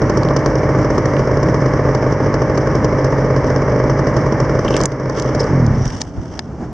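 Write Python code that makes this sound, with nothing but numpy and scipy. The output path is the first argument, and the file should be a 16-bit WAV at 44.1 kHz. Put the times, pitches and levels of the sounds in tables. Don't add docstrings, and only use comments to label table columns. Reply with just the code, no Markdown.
import sys
import numpy as np
from scipy import signal
from scipy.fft import rfft, irfft, next_fast_len
from scipy.io import wavfile
from scipy.ndimage import uniform_filter1d, minimum_filter1d

SR = 44100
rng = np.random.default_rng(int(sys.argv[2]) if len(sys.argv) > 2 else 0)


def transcribe(signal):
    frames = np.atleast_2d(signal).T
    limited = np.clip(frames, -1, 1)
    pcm = np.round(limited * 32767).astype(np.int16)
    wavfile.write(sys.argv[1], SR, pcm)


N = 296773
TIME = np.arange(N) / SR
TURN_S = .0195
COAST_S, STOP_S = 5.44, 5.90


# time in seconds, relative rattle level in dB.
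TIMED_FIRINGS = [(0.0175, -22), (0.0958, -19), (0.1719, -20), (0.3638, -17), (0.4591, -17), (0.554, -24),
                 (0.7868, -28), (0.8448, -23), (0.9024, -22), (0.9793, -20), (1.0551, -19.5), (1.1931, -24),
                 (1.312, -28), (1.3703, -28), (1.4281, -21), (1.4851, -28), (1.5424, -24), (1.6579, -23.5),
                 (1.8887, -26), (1.9473, -19), (2.0635, -28), (2.1225, -23), (2.2604, -28), (2.3397, -21),
                 (2.417, -23), (2.5742, -20.5), (2.6713, -27), (2.7498, -22), (2.8446, -21), (3.0438, -20),
                 (3.3621, -23), (3.5011, -25), (3.5605, -24), (3.6196, -28), (3.6792, -29), (3.7191, -30),
                 (3.7589, -30), (3.7987, -28), (3.8381, -28), (3.8968, -22), (3.9915, -24), (4.0689, -22),
                 (4.1653, -20), (4.263, -27), (4.3218, -24), (4.3998, -21), (4.4941, -27), (4.5513, -29),
                 (4.5901, -22.5), (4.6469, -25), (4.7046, -24), (4.7435, -28), (4.8032, -26), (4.86, -30),
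                 (4.9178, -21), (5.0958, -20), (5.25, -28), (5.2895, -21.5), (5.3479, -18), (5.4052, -19)]

def firings(rest_turns=4, soft_turns=3, refill_turns=2, soft_db=-29.5, scatter_db=2.5):
    rows = []
    for (start, db), (end, _) in zip(TIMED_FIRINGS, TIMED_FIRINGS[1:]):
        turns = round((end - start) / TURN_S)
        rows.append((start, db))
        for turn in range(rest_turns, turns - refill_turns + 1, soft_turns):
            rattle_db = soft_db + scatter_db * rng.standard_normal()
            rows.append((start + (end - start) * turn / turns, rattle_db))
    return np.transpose(rows + [TIMED_FIRINGS[-1]])


def crank_pace():
    energy = np.clip((STOP_S - TIME) / (STOP_S - COAST_S), 1e-9, 1)
    return np.sqrt(energy)


def crank_turns(fired, pace, sag=0.1):
    between = np.round(np.diff(fired) / TURN_S)
    steady = np.interp(TIME, fired, np.r_[0, np.cumsum(between)])
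    lead_in = np.minimum(TIME - fired[0], 0) / TURN_S
    cycle = np.interp(TIME, fired, np.arange(len(fired)))
    phase = cycle % 1
    surge = sag * np.r_[between, 0][cycle.astype(int)] * phase * (1 - phase) / 2
    spin_down = np.cumsum(pace / TURN_S * (TIME > fired[-1])) / SR
    return steady + surge + lead_in + spin_down


# frequency in Hz, time to the peak in seconds, relative level in dB.
MUFFLER_MODES = [(308.8, 0.01, -19.5), (435, 0.0031, -4.5), (504.4, 0.017, -24), (590, 0.01, -15),
                 (892, 0.0044, -28), (1120, 0.0036, -20), (1817, 0.0036, -32.5)]

def exhaust(fired, strokes, pace, chuff_db=-10, scatter_db=2.1):
    t = np.arange(SR // 10) / SR
    pop = -sum(gain_of(db) * pulse(t, peak_s) ** 2 * np.sin(2 * np.pi * hz * t)
               for hz, peak_s, db in MUFFLER_MODES)
    unfired = strokes[abs(strokes[:, None] - fired).min(1) > TURN_S / 2]
    chuff_sizes = gain_of(chuff_db + scatter_db * rng.standard_normal(len(unfired)))
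    return strike(fired, 0.82, pop) + pace * strike(unfired, chuff_sizes, pop)


# frequency in Hz, bandwidth in Hz, relative level in dB.
PIPE_MODES = [(99, 30, -41), (134.9, 13.4, 4.5), (260, 6.3, -13.5), (277.5, 8.1, -14)]

def pipe(fired, motion, firing_db=-13, lag_s=0.003, flow_db=-32):
    ring = ringing(PIPE_MODES)
    drone = unit_rms(signal.oaconvolve(rng.standard_normal(N), ring)[:N])
    return strike(fired + lag_s, gain_of(firing_db), ring) + gain_of(flow_db) * motion * drone


# frequency in Hz, bandwidth in Hz, relative level in dB.
AIRBOX_MODES = [(82.5, 290, -12.5), (133.6, 24.4, 12), (225.4, 26, 1)]

def intake(strokes, pace, dead, stroke_db=-25, coast_boost_db=7.5, lag_s=0.00718):
    pumping = pace ** 0.22 * gain_of(coast_boost_db * dead)
    sizes = gain_of(stroke_db + rng.standard_normal(len(strokes))) * np.interp(strokes, TIME, pumping)
    return strike(strokes + lag_s, sizes, ringing(AIRBOX_MODES))


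# multiple of the crank speed, level at idle in dB.
HUM_HARMONICS = [(5, -29), (6, -23), (7, -31), (8, -30), (9, -33), (10, -36), (11, -37), (12, -32)]

def hum(turns, pace, waver_cycles=0.05):
    tones = sum(gain_of(db) * np.sin(2 * np.pi * (k * turns + rng.random() + waver_cycles * wander(13)))
                for k, db in HUM_HARMONICS)
    return pace ** 3 * tones


# frequency in Hz, relative spectral density in dB.
CHURN_SPECTRUM = [(15, -30), (55, -12), (130, -9), (300, -7), (400, -7.5), (520, -8.5), (600, -8.5),
                  (660, -14.5), (880, -10.5), (1130, -11.5), (1370, -17.5), (1750, -17), (2200, -21.5),
                  (2800, -39), (12000, -110)]

def churn(fired, turns, motion, dead, churn_db=-26, coast_db=-1, throb=0.054, blast=0.93, blast_s=0.0023):
    age = np.arange(SR // 10) / SR / blast_s
    flare = strike(fired, 0.94, 2 * np.sqrt(age) * np.exp(-age))
    air = noise(CHURN_SPECTRUM, apart=0.015)
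    upper = signal.sosfiltfilt(signal.butter(3, 800, "highpass", fs=SR, output="sos"), air)
    throbbing = air * (1 + throb * np.cos(2 * np.pi * turns))
    return motion * gain_of(churn_db + coast_db * dead) * (throbbing + blast * flare * upper)


# frequency in Hz, relative spectral density in dB.
CLATTER_SPECTRUM = [(500, 14), (1800, 6), (2400, -14.5), (3050, -3.5), (3600, -16), (4300, -11.5),
                    (5200, 5.5), (5750, 6.5), (6400, -3), (7100, -18.5), (8400, -23.5), (10500, -38),
                    (16000, -77)]
SNAP_SPECTRUM = [(1500, -25), (3400, -18), (4600, 0), (6200, 1), (7500, -14), (9500, -26), (12000, -42),
                 (16000, -45)]

def clatter(fired, rattle_db, strokes, motion, whirr_db=-42, tick_db=-44, uneven_db=3, snap_from_db=-21):
    t = np.arange(SR // 20) / SR
    late, size = rng.standard_normal((len(strokes), 2)).T
    ticks = strike(strokes + 0.013 * late, gain_of(tick_db + 2 * size), pulse(t, peak_s=0.0071))
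    rattles = strike(fired - .001, gain_of(rattle_db - 1), pulse(t, peak_s=0.0033))
    rattles *= unit_rms(gain_of(uneven_db * wander(400)))
    snap_sizes = gain_of(rattle_db - 6) * (rattle_db >= snap_from_db)
    snaps = strike(fired + 0.0024, snap_sizes, np.exp(-t / .002))
    envelope = np.sqrt(motion ** 2 * (gain_of(whirr_db) ** 2 + ticks ** 2) + rattles ** 2)
    return envelope * noise(CLATTER_SPECTRUM, apart=0.37) + snaps * noise(SNAP_SPECTRUM, apart=1.0)


# frequency in Hz, bandwidth in Hz, relative level in dB.
THUD_MODES = [(73.5, 7.3, -26), (107, 22, -16), (257, 12, -21.5), (527, 68, -44)]

def coasting_thuds(strokes, pace, dead, lag_s=0.00567, scatter_db=2):
    sizes = gain_of(scatter_db * rng.standard_normal(len(strokes)))
    return dead * pace ** 0.64 * strike(strokes + lag_s, sizes, ringing(THUD_MODES))


def coasting_tones(turns, pace, dead, db=-7, tilt_db=-2.2):
    tones = sum(gain_of(db + tilt_db * k) * np.sin(2 * np.pi * (k * turns + rng.random()))
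                for k in (3, 4, 6, 7))
    return np.sqrt(dead) * pace * tones


# frequency in Hz, relative level in dB, t60 in seconds.
CLICK_MODES = [(875, 5, .025), (1300, -2, .05), (1750, 5, .045), (2150, 1, .025), (3100, 0, .012),
               (4650, -6, .02), (5006, 0, .065), (5330, 1, .035), (5700, -2, .025), (6400, -1, .03),
               (6050, 0, .035), (7000, -3, .04), (7900, -12.5, .04), (9000, -17, .04)]
# start in seconds,
# peak level in dB, centre frequency in Hz, weight of the low knock in dB, left minus right in dB.
CLICKS_AND_KNOCK = [(0.2334, -13.5, 4300, -1, -6), (0.287, -23, 3800, -5, -13), (1.167, -14, 2900, 7, -9),
                    (4.766, -3.5, 6300, 2, 0), (4.804, -14, 5340, -12, -2), (4.813, -11.5, 5600, -14, 0),
                    (4.836, -10, 6850, -20, -3), (4.856, 5.5, 7550, -20, -2), (5.153, -28, 5800, -15, 0),
                    (5.174, -19, 5400, -8, 0), (5.198, -5.5, 6030, -7, 1), (5.223, -12.5, 5800, -18, -1),
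                    (5.402, -14, 5100, -5, -3), (5.4414, -21, 4970, -11, -5), (5.665, -20.5, 5670, -19, -3),
                    (5.749, -36, 5800, -12, -1), (5.784, -29, 5570, -12, 0), (5.856, -13, 6560, 4, 1),
                    (5.903, -20, 5450, 25, 0), (5.970, -23, 5600, -18, 0), (6.009, -19, 5200, -19, -1),
                    (6.0149, -11, 5600, -7, -8), (6.017, 3.5, 5560, -8, 1.5), (6.0375, -27, 6500, -15, 0),
                    (6.3922, 2, 4300, -4.5, 7.5), (6.3936, -13, 4800, 2, -13)]

def clicks(width_octaves=.4, ring_db=-27, snap_s=.0014, crack=.45, knock_hz=2200, contact_s=.0002):
    t = np.arange(SR // 12) / SR
    out = np.zeros((2, N))
    hz, mode_db, t60 = np.transpose(CLICK_MODES)[:, :, None]
    attack = 1 - np.exp(-(t / contact_s) ** 2)
    envelope = attack * (np.exp(-t / snap_s) + gain_of(ring_db - 60 * t / t60))
    for start, db, centre_hz, knock_db, pan_db in CLICKS_AND_KNOCK:
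        near_centre = 1 / (1 + (np.log2(hz / centre_hz) / width_octaves) ** 4)
        weight = gain_of(mode_db) * np.where(hz < knock_hz, gain_of(knock_db), near_centre)
        band = signal.butter(2, [centre_hz / 1.5, centre_hz * 1.25], "bandpass", fs=SR, output="sos")
        for channel, side in enumerate((1, -1)):
            phases = .5 * rng.standard_normal(hz.shape)
            modes = (weight * envelope * np.sin(2 * np.pi * hz * t + phases)).sum(0)
            burst = signal.sosfilt(band, rng.standard_normal(len(t)) * np.exp(-t / snap_s))
            snap = unit_rms(modes) + crack * unit_rms(burst)
            snap *= gain_of(db + side * pan_db / 2) / abs(snap).max()
            slot = out[channel, round(start * SR):][:len(t)]
            slot += snap[:len(slot)]
    return out


# time of the peak in seconds, build-up in seconds, level in dB,
# level of the scrape relative to the rub in dB.
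HAND_RUBS = [(4.789, 0.13, -24.5, -21), (5.19, 0.064, -24, -25), (5.41, 0.028, -35, -19),
             (5.87, 0.14, -34, -31), (5.989, 0.097, -34, -19), (6.38, 0.22, -37.5, -24)]
# frequency in Hz, relative spectral density in dB.
CLOTH_SPECTRUM = [(600, 15), (1800, 8.5), (2500, -2.5), (3100, 3.5), (4000, -12), (5300, 6), (6000, 7.5),
                  (7500, -25), (9500, -21), (11500, -59), (16000, -94)]
SCRAPE_SPECTRUM = [(3000, -21), (6500, 4), (8500, 1), (11000, -18.5), (13000, -34), (16000, -60.5)]

def rustle(grain_db=3.5, release_s=0.078):
    rubbing = sum(swell(s, build_s, db, release_s) for s, build_s, db, _ in HAND_RUBS)
    scraping = sum(swell(s, build_s, db + scrape_db, release_s) for s, build_s, db, scrape_db in HAND_RUBS)
    slips = unit_rms(gain_of(grain_db * np.minimum(wander(75), 2)))
    cloth = rubbing * noise(CLOTH_SPECTRUM, apart=0.47)
    scrape = scraping * noise(SCRAPE_SPECTRUM, apart=0.42)
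    return slips * (cloth + scrape)


# start in seconds, length in seconds, frequency in Hz, level in dB.
GRIP_SQUEAKS = [(4.642, 0.15, 2830, -32.5), (5.162, 0.022, 3260, -27.5), (5.394, 0.026, 5180, -19.5),
                (5.422, 0.031, 5100, -34), (5.783, 0.12, 5700, -29)]

def squeaks(width_hz=650, slip_db=9.0):
    out = np.zeros(N)
    for start, length, hz, db in GRIP_SQUEAKS:
        resonance = signal.iirpeak(hz, hz / width_hz, SR)
        band = signal.lfilter(*resonance, signal.lfilter(*resonance, rng.standard_normal(N)))
        progress = np.clip((TIME - start) / length, 0, 1)
        out += gain_of(db) * np.sqrt(abs(np.sin(np.pi * progress))) * unit_rms(band)
    return out * unit_rms(gain_of(slip_db * wander(120)))


# time in seconds, rush in dB, buffeting in dB.
WIND_LEVELS = [(0, -21.5, -31), (6.0, -26, -33), (6.45, -22, -33)]
# time of the peak in seconds, build-up in seconds, level in dB.
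WIND_GUSTS = [(5.5, 0.018, -27), (6.19, 0.013, -14.5)]
# frequency in Hz, relative spectral density in dB.
RUSH_SPECTRUM = [(15, -18), (60, -5.5), (130, 0), (280, -3), (440, -12), (700, -14.5), (1500, -27.5),
                 (2400, -38), (4000, -52), (5600, -38.5), (8300, -57), (12000, -100)]
BUFFET_SPECTRUM = [(10, -7.5), (30, -19.5), (60, 6), (100, 6), (250, -48), (800, -102)]

def wind(waver_db=2.5, release_s=0.014):
    times, *levels = np.transpose(WIND_LEVELS)
    rush_db, buffet_db = [np.interp(TIME, times, db) for db in levels]
    rush = noise(RUSH_SPECTRUM, apart=0.083) * gain_of(rush_db + waver_db * wander(12))
    gusts = sum(swell(*gust, release_s) for gust in WIND_GUSTS)
    return rush + noise(BUFFET_SPECTRUM, apart=0.31) * (gain_of(buffet_db) + gusts)


def gain_of(db):
    return 10 ** (np.asarray(db) / 20)


def unit_rms(x):
    return x / np.sqrt(np.mean(x ** 2) + 1e-20)


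def pulse(t, peak_s):
    return t / peak_s * np.exp(1 - t / peak_s)


def swell(peak_s, build_s, db, release_s):
    late = TIME - peak_s
    return gain_of(db) * np.exp(-np.where(late < 0, (late / build_s) ** 2, late / release_s))


def ringing(modes):
    t = np.arange(SR // 4) / SR
    return sum(gain_of(db) * np.exp(-np.pi * width * t) * np.sin(2 * np.pi * hz * t)
               for hz, width, db in modes)


def strike(times, sizes, shape):
    train = np.zeros(N)
    np.add.at(train, np.clip(np.round(times * SR).astype(int), 0, N - 1), sizes)
    return signal.oaconvolve(train, shape)[:N]


def wander(hz):
    bins = rfft(rng.standard_normal(32768))[:4096]
    slow = irfft(bins / (1 + (np.arange(4096) * SR / N / hz) ** 4), 8192)
    return unit_rms(np.interp(np.linspace(0, 1, N), np.linspace(0, 1, len(slow)), slow))


def noise(spectrum, apart, port_hz=2600):
    size = next_fast_len(N)
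    bin_hz = np.fft.rfftfreq(size, 1 / SR)
    hz, db = np.transpose(spectrum)
    colour = gain_of(np.interp(np.log(bin_hz + 1), np.log(hz + 1), db))
    mid, side = rfft(rng.standard_normal((2, size))) * colour
    side *= np.maximum(apart, np.minimum((bin_hz / port_hz) ** 2.64, .4))
    return unit_rms(irfft(np.array([mid + side, mid - side]), size)[:, :N])


def scene(handover_s=0.24, idle_db=4):
    fired, rattle_db = firings()
    pace = crank_pace()
    turns = crank_turns(fired, pace)
    strokes = TIME[1:][np.diff(np.floor(turns)) > 0]
    motion = gain_of(idle_db) * pace ** 0.86
    dead = np.clip((TIME - COAST_S) / handover_s, 0, 1)
    gas = exhaust(fired, strokes, pace) + pipe(fired, motion) + intake(strokes, pace, dead)
    coasting = coasting_thuds(strokes, pace, dead) + coasting_tones(turns, pace, dead)
    rotation = hum(turns, pace) + churn(fired, turns, motion, dead)
    engine = gas + coasting + rotation + clatter(fired, rattle_db, strokes, motion)
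    balance = gain_of([[-.3], [.3]])
    return (engine + wind()) * balance + rustle() + squeaks() + clicks()


def record(dry, band_hz=(25, 10000), notch_hz=2510, ceiling_db=-1.2, recovery_db_per_s=12, edge_hz=15600):
    sound = signal.sosfilt(signal.butter(3, band_hz, "bandpass", fs=SR, output="sos"), dry)
    sound = signal.lfilter(*signal.iirnotch(notch_hz, Q=12, fs=SR), sound)
    over_db = np.maximum(20 * np.log10(abs(sound).max(0) + 1e-9) - ceiling_db, 0)
    recovery_db = TIME * recovery_db_per_s
    duck_db = minimum_filter1d(recovery_db - np.maximum.accumulate(over_db + recovery_db), size=33)
    limited = sound * gain_of(uniform_filter1d(duck_db, size=33))
    low_pass = signal.firwin(255, edge_hz, window=("kaiser", 9), fs=SR)
    return signal.oaconvolve(limited, low_pass[None], "same")


dry = scene()
out = record(dry)
transcribe(out)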